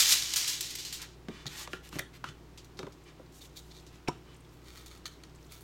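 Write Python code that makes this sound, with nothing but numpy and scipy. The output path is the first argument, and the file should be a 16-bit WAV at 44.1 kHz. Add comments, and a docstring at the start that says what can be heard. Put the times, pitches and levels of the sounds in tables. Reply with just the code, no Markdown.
"""A sheet of aluminium foil is laid on a kitchen counter: its creases buckle in dense flurries of snaps,
then it rustles and settles. Hard things knock and scrape as a can of cooking spray is fetched. The cap
pops off and the can is swung: liquid swishes against its wall and the thin metal ticks in the hand.
A fridge hums behind it all, and the small room adds a short reverberation to the handling sounds."""
import sys
import numpy as np
from scipy import signal
from scipy.fft import rfft, irfft, next_fast_len
from scipy.io import wavfile

SR = 44100
rng = np.random.default_rng(int(sys.argv[2]) if len(sys.argv) > 2 else 0)


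def digitize_waveform(pressure):
    """Quantize a signal to 16-bit integers and store it at the path in sys.argv[1].

    Rows of a 2-D input are taken as channels; values are limited to [-1, 1].
    """
    field = np.atleast_2d(pressure).T
    bounded = np.clip(field, -1, 1)
    quanta = np.round(bounded * 32767).astype(np.int16)
    wavfile.write(sys.argv[1], SR, quanta)


N = 248283
T = np.arange(N) / SR
AGE = T[:SR // 2]  # seconds since the onset of one event
TOP_HZ = 16200
# Spectrum of a hard contact: frequency_hz, gain_db
CONTACT_SPECTRUM = [(200, -6), (700, 8.5), (1800, 3.5), (3200, 2.5), (6500, -5.5), (10000, -19),
                    (16000, -25)]


def amp(db):
    """Decibels to amplitude ratio."""
    return 10 ** (np.asarray(db) / 20)


def unit(x):
    """Normalisation to rms 1."""
    return x / np.sqrt(np.mean(x ** 2))


def add(out, start_s, x):
    """Superposition of x on out from start_s."""
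    i = max(int(start_s * SR), 0)
    out[i:i + len(x)] += x[:N - i]


def fade(t60):
    """Exponential decay, 60 dB down after t60 seconds."""
    return np.exp(-np.log(1000) * AGE / max(t60, 1 / SR))


def swell(length_s):
    """Half-sine envelope."""
    return np.sin(np.pi * np.minimum(AGE / length_s, 1))


def ring(hz, t60):
    """Free vibration of one damped mode."""
    return np.sin(2 * np.pi * hz * AGE) * fade(t60)


def noise():
    """Half a second of white noise."""
    return rng.standard_normal(len(AGE))


def grains(count, rate, spread_db):
    """Shot noise: count samples holding random clicks of unequal size, rate a second."""
    size = amp(spread_db * np.minimum(rng.exponential(size=count), np.pi))
    occurs = rng.random(count) < rate / SR
    return unit(occurs * rng.choice([-1, 1], count) * size)


def between(hz, points):
    """Interpolation of (frequency, value) points on a logarithmic frequency axis."""
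    frequency, value = np.transpose(points)
    return np.interp(np.log(hz + 1), np.log(frequency), value)


def colour(x, spectrum, size=8192):
    """Minimum-phase filter with the given spectrum, made causal by folding the cepstrum."""
    gain = amp(between(np.fft.rfftfreq(size, 1 / SR), spectrum))
    cepstrum = irfft(np.log(gain))
    cepstrum[1:size // 2] *= 2
    cepstrum[size // 2 + 1:] = 0
    return signal.fftconvolve(x, irfft(np.exp(rfft(cepstrum))))[:len(x)]


def band(x, low_hz, high_hz, order=2):
    """Band-pass filter."""
    sos = signal.butter(order, [low_hz, min(high_hz, SR / 2 - 1)], "band", fs=SR, output="sos")
    return signal.sosfilt(sos, x)


def shade(x, low_db, treble_db, low_hz=2400, treble_hz=8000):
    """Shelving filters: x is normalised, then its lows and treble are raised or lowered."""
    x = unit(x)
    low = signal.sosfiltfilt(signal.butter(2, low_hz, "low", fs=SR, output="sos"), x)
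    treble = signal.sosfiltfilt(signal.butter(2, treble_hz, "high", fs=SR, output="sos"), x)
    return x + (amp(low_db) - 1) * low + (amp(treble_db) - 1) * treble


def resonate(x, modes, ring_db):
    """Forced vibration: a noise plus the ringing it sustains in a body, at rms 1."""
    body = sum(amp(db) * ring(hz, t60) for hz, db, t60 in modes)
    ringing = unit(signal.fftconvolve(x, body)[:len(x)])
    return unit(unit(x) + amp(ring_db) * ringing)


def clatter(hz, t60, loose, blur=0.017):
    """Line broadening: a loose contact turns part of a mode into narrow-band noise just below it."""
    centre_hz = hz * 0.925
    rough = unit(band(noise(), centre_hz / (1 + blur), centre_hz * (1 + blur), order=1))
    return (1 - loose) * ring(hz, t60) + loose * rough * fade(t60)


def crack(t60):
    """Impact transient: a brief, hard contact radiates a broadband burst."""
    return unit(colour(noise(), CONTACT_SPECTRUM)) * fade(t60) / 2


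def room(x, wet_db, linger=1):
    """Reverberation: direct sound plus a diffuse tail, whose decay times are scaled by linger."""
    # Reverberation times of the kitchen: frequency_hz, t60_s
    decay_times = [(100, 0.34), (500, 0.22), (2500, 0.3), (7000, 0.22), (16000, 0.11)]
    edges_hz = np.geomspace(120, 20000, 8)
    diffuse = noise()
    tail = sum(band(diffuse, low, high) * fade(linger * between(np.sqrt(low * high), decay_times))
               for low, high in zip(edges_hz, edges_hz[1:]))
    tail *= np.clip((AGE - .002) / .003, 0, 1)  # the nearest surfaces answer after a few ms
    return x + amp(wet_db) * signal.fftconvolve(x, tail / np.linalg.norm(tail))[:N]


def fridge(air_db=-56.5, waver_db=2):
    """Periodic vibration gives a line spectrum: a slightly wavering hum over the rush of the room."""
    # Spectrum of the room's rush: frequency_hz, gain_db
    air_spectrum = [(20, -10), (45, -14), (70, -10), (150, -6.5), (210, -12), (350, -5.5), (560, -18.5),
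                    (1050, -19), (1600, -24), (2900, -27), (5400, -31), (7500, -35), (10500, -41),
                    (16000, -40.5)]
    # Mains and compressor tones: pitch_hz, level_db
    hum_lines = [(59.5, -58.5), (120, -64.5), (156.2, -63.5), (292, -76.5), (361, -71.5)]
    out = amp(air_db) * unit(colour(rng.standard_normal(N), air_spectrum))
    knots_s = np.linspace(0, T[-1], 24)
    for hz, db in hum_lines:
        waver = np.interp(T, knots_s, rng.standard_normal(len(knots_s)))
        tone = np.sqrt(2) * np.sin(2 * np.pi * (hz * T + rng.random()))
        out += amp(db + waver_db * waver) * tone
    return out


def knocks():
    """Impact and friction excite the modes of small hard things; the wood thuds under each impact."""
    # Things set down: start_s, ring_db, ring_hz, crack_db, thud_db, thud_hz
    impacts = [(1.2847, -34, 1700, -31.5, -25.5, 233), (1.457, -51, 1100, -32, -28.5, 132),
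               (1.675, -41, 980, -30, -37.5, 480), (1.732, -19.5, 1440, -26, -31.5, 362),
               (1.928, -33, 1174, -32.5, -37.5, 304), (1.956, -45, 1110, -36, -25, 291),
               (1.987, -32, 2020, -24, -40, 403), (1.9928, -20.5, 2040, -19.5, -33.5, 383),
               (2.241, -19, 1265, -31, -41, 315), (2.288, -38, 3080, -31.5, -36, 110),
               (2.791, -48, 1526, -24.5, -26.5, 379), (2.83, -34.5, 1150, -36.5, -27.5, 291),
               (2.868, -31, 1140, -43, -33.5, 387), (3.195, -62, 1100, -64, -37, 518)]
    # Modes of a struck thing: pitch_ratio, gain_db
    clack_modes = [(.66, -27), (1, -1), (1.17, -4.5), (2.2, -18)]
    # Things sliding on each other: start_s, level_db, pitch_hz, length_s
    scrapes = [(1.274, -54, 2130, 0.2), (1.554, -50.5, 1480, 0.13), (1.738, -56, 2260, 0.057),
               (1.926, -54.5, 2160, 0.076), (2.234, -52, 2520, 0.088), (3.05, -57.5, 2240, 0.069),
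               (4.084, -64.5, 1870, 0.11), (4.227, -62.5, 1860, 0.15)]
    # Modes of a sliding thing: pitch_hz, gain_db, t60_s
    slide_modes = [(1220, 7, 0.013), (1937, -5, 0.086), (2420, 5, 0.016), (3065, 2, 0.046),
                   (3520, -6, 0.055)]
    out = np.zeros(N)
    for start_s, ring_db, hz, crack_db, thud_db, thud_hz in impacts:
        modes = sum(amp(db) * clatter(hz * ratio, t60=0.024, loose=0.53, blur=0.034)
                    for ratio, db in clack_modes)
        clack = amp(ring_db) * modes * (1 - fade(0.0044)) + amp(crack_db) * crack(t60=0.02)
        add(out, start_s, band(clack, 0.58 * hz, TOP_HZ))  # little radiates below the modes
        t60 = 0.088 * (300 / thud_hz) ** 0.29  # deeper thuds ring longer
        rumble = unit(band(noise(), thud_hz * 0.41, thud_hz * 1.43))
        thud = 0.52 * ring(thud_hz, t60) + 0.45 * rumble * fade(t60)
        add(out, start_s, amp(thud_db) * thud * (1 - fade(0.019)))
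    for start_s, db, hz, length_s in scrapes:
        scrape = resonate(band(noise(), hz * .5, hz * 2.26), slide_modes, ring_db=-3.5)
        add(out, start_s, amp(db) * scrape * swell(length_s))
    return room(out, wet_db=-8.5, linger=0.81)


def fingers(held_s=3, scuff_db=-66, spread_db=3, low_hz=2200, high_hz=9000, count=64):
    """Friction noise: fingers scuff the held can softly, at random moments and pitches."""
    out = np.zeros(N)
    for when, pitch, force in rng.random((count, 3)):
        hz = low_hz * (high_hz / low_hz) ** pitch
        scuff = unit(band(noise(), hz / 1.12, hz * 1.1, order=1)) * swell(length_s=0.014)
        level_db = scuff_db + spread_db * (2 * force - 1)
        add(out, held_s + when * (T[-1] - held_s), amp(level_db) * scuff)
    return out


def splash(peak_s, rise_s, settle_db_per_s=158):
    """Exponential growth, tenfold in each rise_s, then exponential decay as the fizz dies away."""
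    rising = 10 ** (np.minimum(T - peak_s, 0) / rise_s)
    settling = amp(-settle_db_per_s * np.maximum(T - peak_s, 0))
    return np.where(T < peak_s, rising, settling)


def can(swish_db=-0.5, spatter_db=-3, grip=0.88):
    """Shell resonance: liquid, rubs and ticks excite the can's thin wall; the grip damps the ticks."""
    # Modes of the metal wall: pitch_hz, gain_db, t60_s
    wall_modes = [(1360, -4.5, 0.037), (1580, -5.5, 0.029), (1940, -7.5, 0.057), (2446, -1.5, 0.026),
                  (3290, -16.5, 0.083), (3700, -0.5, 0.012), (4200, -16.5, 0.065), (4570, 1.5, 0.024),
                  (6980, -4.5, 0.026)]
    # Spectrum of the liquid: frequency_hz, gain_db
    liquid_spectrum = [(500, -33), (900, -17), (1280, -1), (1550, -9), (2150, -1.5), (2900, -6.5),
                       (3800, 0), (5000, -3), (6700, -4), (9500, -8.5), (16000, -10)]
    # Swings throwing the liquid at the wall: peak_s, level_db, rise_s, treble_db
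    swings = [(4.53, -67, .05, 6), (4.68, -53, 0.054, -7), (4.78, -51.5, .06, -3), (4.93, -55.5, 0.062, -5),
              (5.12, -60, 0.058, -5), (5.43, -74, 0.066, 11), (5.523, -50.5, 0.015, 3.5),
              (5.61, -76, 0.0081, 21)]
    # Spectrum of finger friction: frequency_hz, gain_db
    rub_spectrum = [(1000, -24.5), (2400, -12), (3100, -12), (3800, 2.5), (4400, -3), (5400, -7),
                    (7000, -9), (10000, -21.5), (16000, -23)]
    # Fingers rubbing the can: start_s, level_db, treble_db, length_s
    rubs = [(1.463, -33, -2.5, 0.021), (3.408, -52, 9, 0.028), (3.555, -48.5, 10, 0.05),
            (3.701, -51.5, -17, 0.028), (3.728, -57, 0, 0.088), (4.857, -54.5, 11.5, 0.035),
            (5.053, -43, 3, 0.023)]
    # Ticks of the can in the hand: start_s, level_db, relative_crack_db
    ticks = [(3.766, -49, 3), (4.861, -53.5, 18), (4.913, -40.5, -6), (5.0556, -27, -9.5), (5.078, -42, 7),
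             (5.236, -40, -0.5), (5.349, -56, 8), (5.512, -45, -10)]
    fizz = resonate(colour(grains(N, rate=2700, spread_db=0.5), liquid_spectrum), wall_modes, -10)
    spatter = resonate(colour(grains(N, rate=98, spread_db=3), liquid_spectrum), wall_modes, -7.5)
    liquid = fizz + amp(spatter_db) * spatter
    out = fingers()
    for peak_s, db, rise_s, treble_db in swings:
        out += amp(db + swish_db) * splash(peak_s, rise_s) * shade(liquid, 0, treble_db)
    for start_s, db, treble_db, length_s in rubs:
        friction = colour(grains(len(AGE), rate=1900, spread_db=4.5), rub_spectrum)
        rasp = resonate(friction, wall_modes, ring_db=-5)
        add(out, start_s, amp(db) * shade(rasp, 0, treble_db) * swell(length_s))
    for start_s, db, crack_db in ticks:
        shell = sum(amp(mode_db) * clatter(hz, t60 * grip, loose=0.76)
                    for hz, mode_db, t60 in wall_modes)
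        click = amp(crack_db) * band(noise(), 2500, 10600) * fade(0.02)
        add(out, start_s, amp(db) * (shell + click) / 2)
    return room(out, wet_db=-10.5)


def cap(pop_s=4.083, slip_s=0.009, slip_hz=2350, squeak_db=-40, rasp_db=-38, snap_db=-25):
    """Sudden release of strain: the plastic cap squeaks over the rim, snaps free, and the air pops."""
    # Modes of cap and can at release: delay_s, pitch_hz, level_db, t60_s
    pop_modes = [(.001, 151, -27.5, 0.083), (.003, 372, -12, 0.019), (.003, 516, -32, 0.043),
                 (.003, 740, -23, 0.023), (.003, 823, -30.5, 0.031), (.009, 985, -23.5, 0.046),
                 (.003, 1236, -41, 0.12), (0, 2270, -34, 0.045), (0, 3930, -44, .03), (0, 5540, -28, 0.03),
                 (0, 7330, -37, 0.031), (0, 9520, -40.5, 0.035)]
    out = np.zeros(N)
    strain = AGE / slip_s * (AGE < slip_s)
    squeak = unit(band(noise(), slip_hz * 0.9, slip_hz * 1.2)) * swell(slip_s)
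    rasp = strain * unit(colour(noise(), CONTACT_SPECTRUM))
    add(out, pop_s - slip_s, amp(squeak_db) * squeak + amp(rasp_db) * rasp)
    add(out, pop_s, amp(snap_db) * crack(t60=0.032))
    for delay_s, hz, db, t60 in pop_modes:
        add(out, pop_s + delay_s, amp(db) * clatter(hz, t60, loose=0.25) * (1 - fade(0.0028)))
    return room(out, wet_db=-13)


def snaps(count, rate, spread_db, facets=14, facet_t60=0.027, shimmer=0.17):
    """Snap-through buckling: each snap is an impulse and the brief shimmer of one facet of the foil."""
    # Spectrum of the foil: frequency_hz, gain_db
    foil_spectrum = [(200, -26), (500, -23), (1000, -14.5), (1600, -10.5), (2400, -4.5), (3300, -1.5),
                     (4200, 0.5), (6000, -1.5), (7400, -4), (9000, -9), (10600, -13), (13000, -11.5),
                     (16000, -22)]
    spectrum = 0
    for _ in range(facets):
        response = shimmer * noise() * fade(facet_t60)
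        response[0] += 1
        impulses = grains(count, rate / facets, spread_db)
        spectrum = spectrum + rfft(impulses) * rfft(response, count)
    return colour(irfft(spectrum, count), foil_spectrum)


def foil(crinkle_db=1, crease_db=-1, treble_per_db=0.4, neutral_bend_db=-31):
    """Crackling noise: bent foil crinkles, creases yield in avalanches, and the lying sheet rustles."""
    # Bending as the sheet is lowered, pressed and let go: time_s, level_db
    bending = [(0, -23.5), (.05, -28.5), (.125, -23), (.2, -34.5), (.345, -38.5), (.41, -33.5),
               (.53, -35.5), (.6, -43.5), (.97, -49), (1.15, -66.5)]
    # Creases giving way in a run of snaps: start_s, level_db, length_s, treble_db
    creases = [(.003, -21, 0.079, 2), (0.091, -20, 0.02, 0), (.116, -24, .09, 5), (0.2228, -27, .021, -6),
               (0.3368, -21, 0.017, 0), (0.3598, -24.5, 0.099, 6), (0.476, -33, 0.15, 6.5),
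               (0.608, -28, 0.03, 6), (.626, -37.5, 0.24, 0), (0.705, -38, 0.052, 2), (0.753, -33, 0.03, 5),
               (.786, -37, .14, -1), (.85, -37, 0.13, -0.5), (.926, -36, .12, 3.5),
               (1.017, -38.5, 0.054, 4.5), (1.89, -49, .01, 10), (1.992, -34, 0.0067, 15.5),
               (2.575, -44.5, 0.067, -6), (2.645, -51.5, 0.028, 2), (2.771, -53.5, 0.15, -6),
               (2.922, -55.5, .055, -2), (3.865, -52, 0.055, -2)]
    # Shifts of the lying sheet: start_s, level_db, length_s, low_db, treble_db
    rustles = [(.98, -60.5, 0.092, 25.5, -16), (1.464, -50.5, 0.19, 13, 2.5), (1.554, -45, 0.11, -12, 3.5),
               (1.685, -59, 0.096, 10, 4), (1.825, -60.5, 0.075, 18.5, 9), (1.908, -56, 0.1, 16.5, 7.5),
               (2.129, -63.5, 0.056, 21.5, 9), (3.31, -63.5, 0.12, -7, 10.5), (3.413, -60.5, 0.071, 8, 10),
               (3.487, -69.5, 0.42, -11, 8), (3.902, -68.5, 0.096, 16.5, 4)]
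    times_s, levels_db = np.transpose(bending)
    bend_db = np.interp(T, times_s, levels_db)
    brightness_db = treble_per_db * (bend_db - neutral_bend_db)  # harder bending is brighter
    crinkle = snaps(next_fast_len(N), rate=2400, spread_db=-1)[:N]
    crinkle = shade(crinkle, low_db=-2, treble_db=brightness_db)
    out = amp(bend_db + crinkle_db) * crinkle * (T <= times_s[-1])
    for start_s, db, length_s, treble_db in creases:
        avalanche = shade(snaps(len(AGE), rate=7000, spread_db=-1), low_db=-3, treble_db=treble_db)
        add(out, start_s, amp(db + crease_db) * avalanche * fade(2 * length_s))
    for start_s, db, length_s, low_db, treble_db in rustles:
        rustle = shade(snaps(len(AGE), rate=1800, spread_db=1), low_db, treble_db)
        add(out, start_s, amp(db) * rustle * swell(length_s))
    return room(out, wet_db=-11)


def scene():
    """Superposition of all sources at one point close by, alike in both channels."""
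    return np.tile(foil() + knocks() + cap() + can() + fridge(), (2, 1))


def record(dry):
    """Band limiting: a steep low-pass filter removes the treble above TOP_HZ."""
    return signal.sosfilt(signal.ellip(10, .2, 80, TOP_HZ, fs=SR, output="sos"), dry)


dry = scene()
out = record(dry)
digitize_waveform(out)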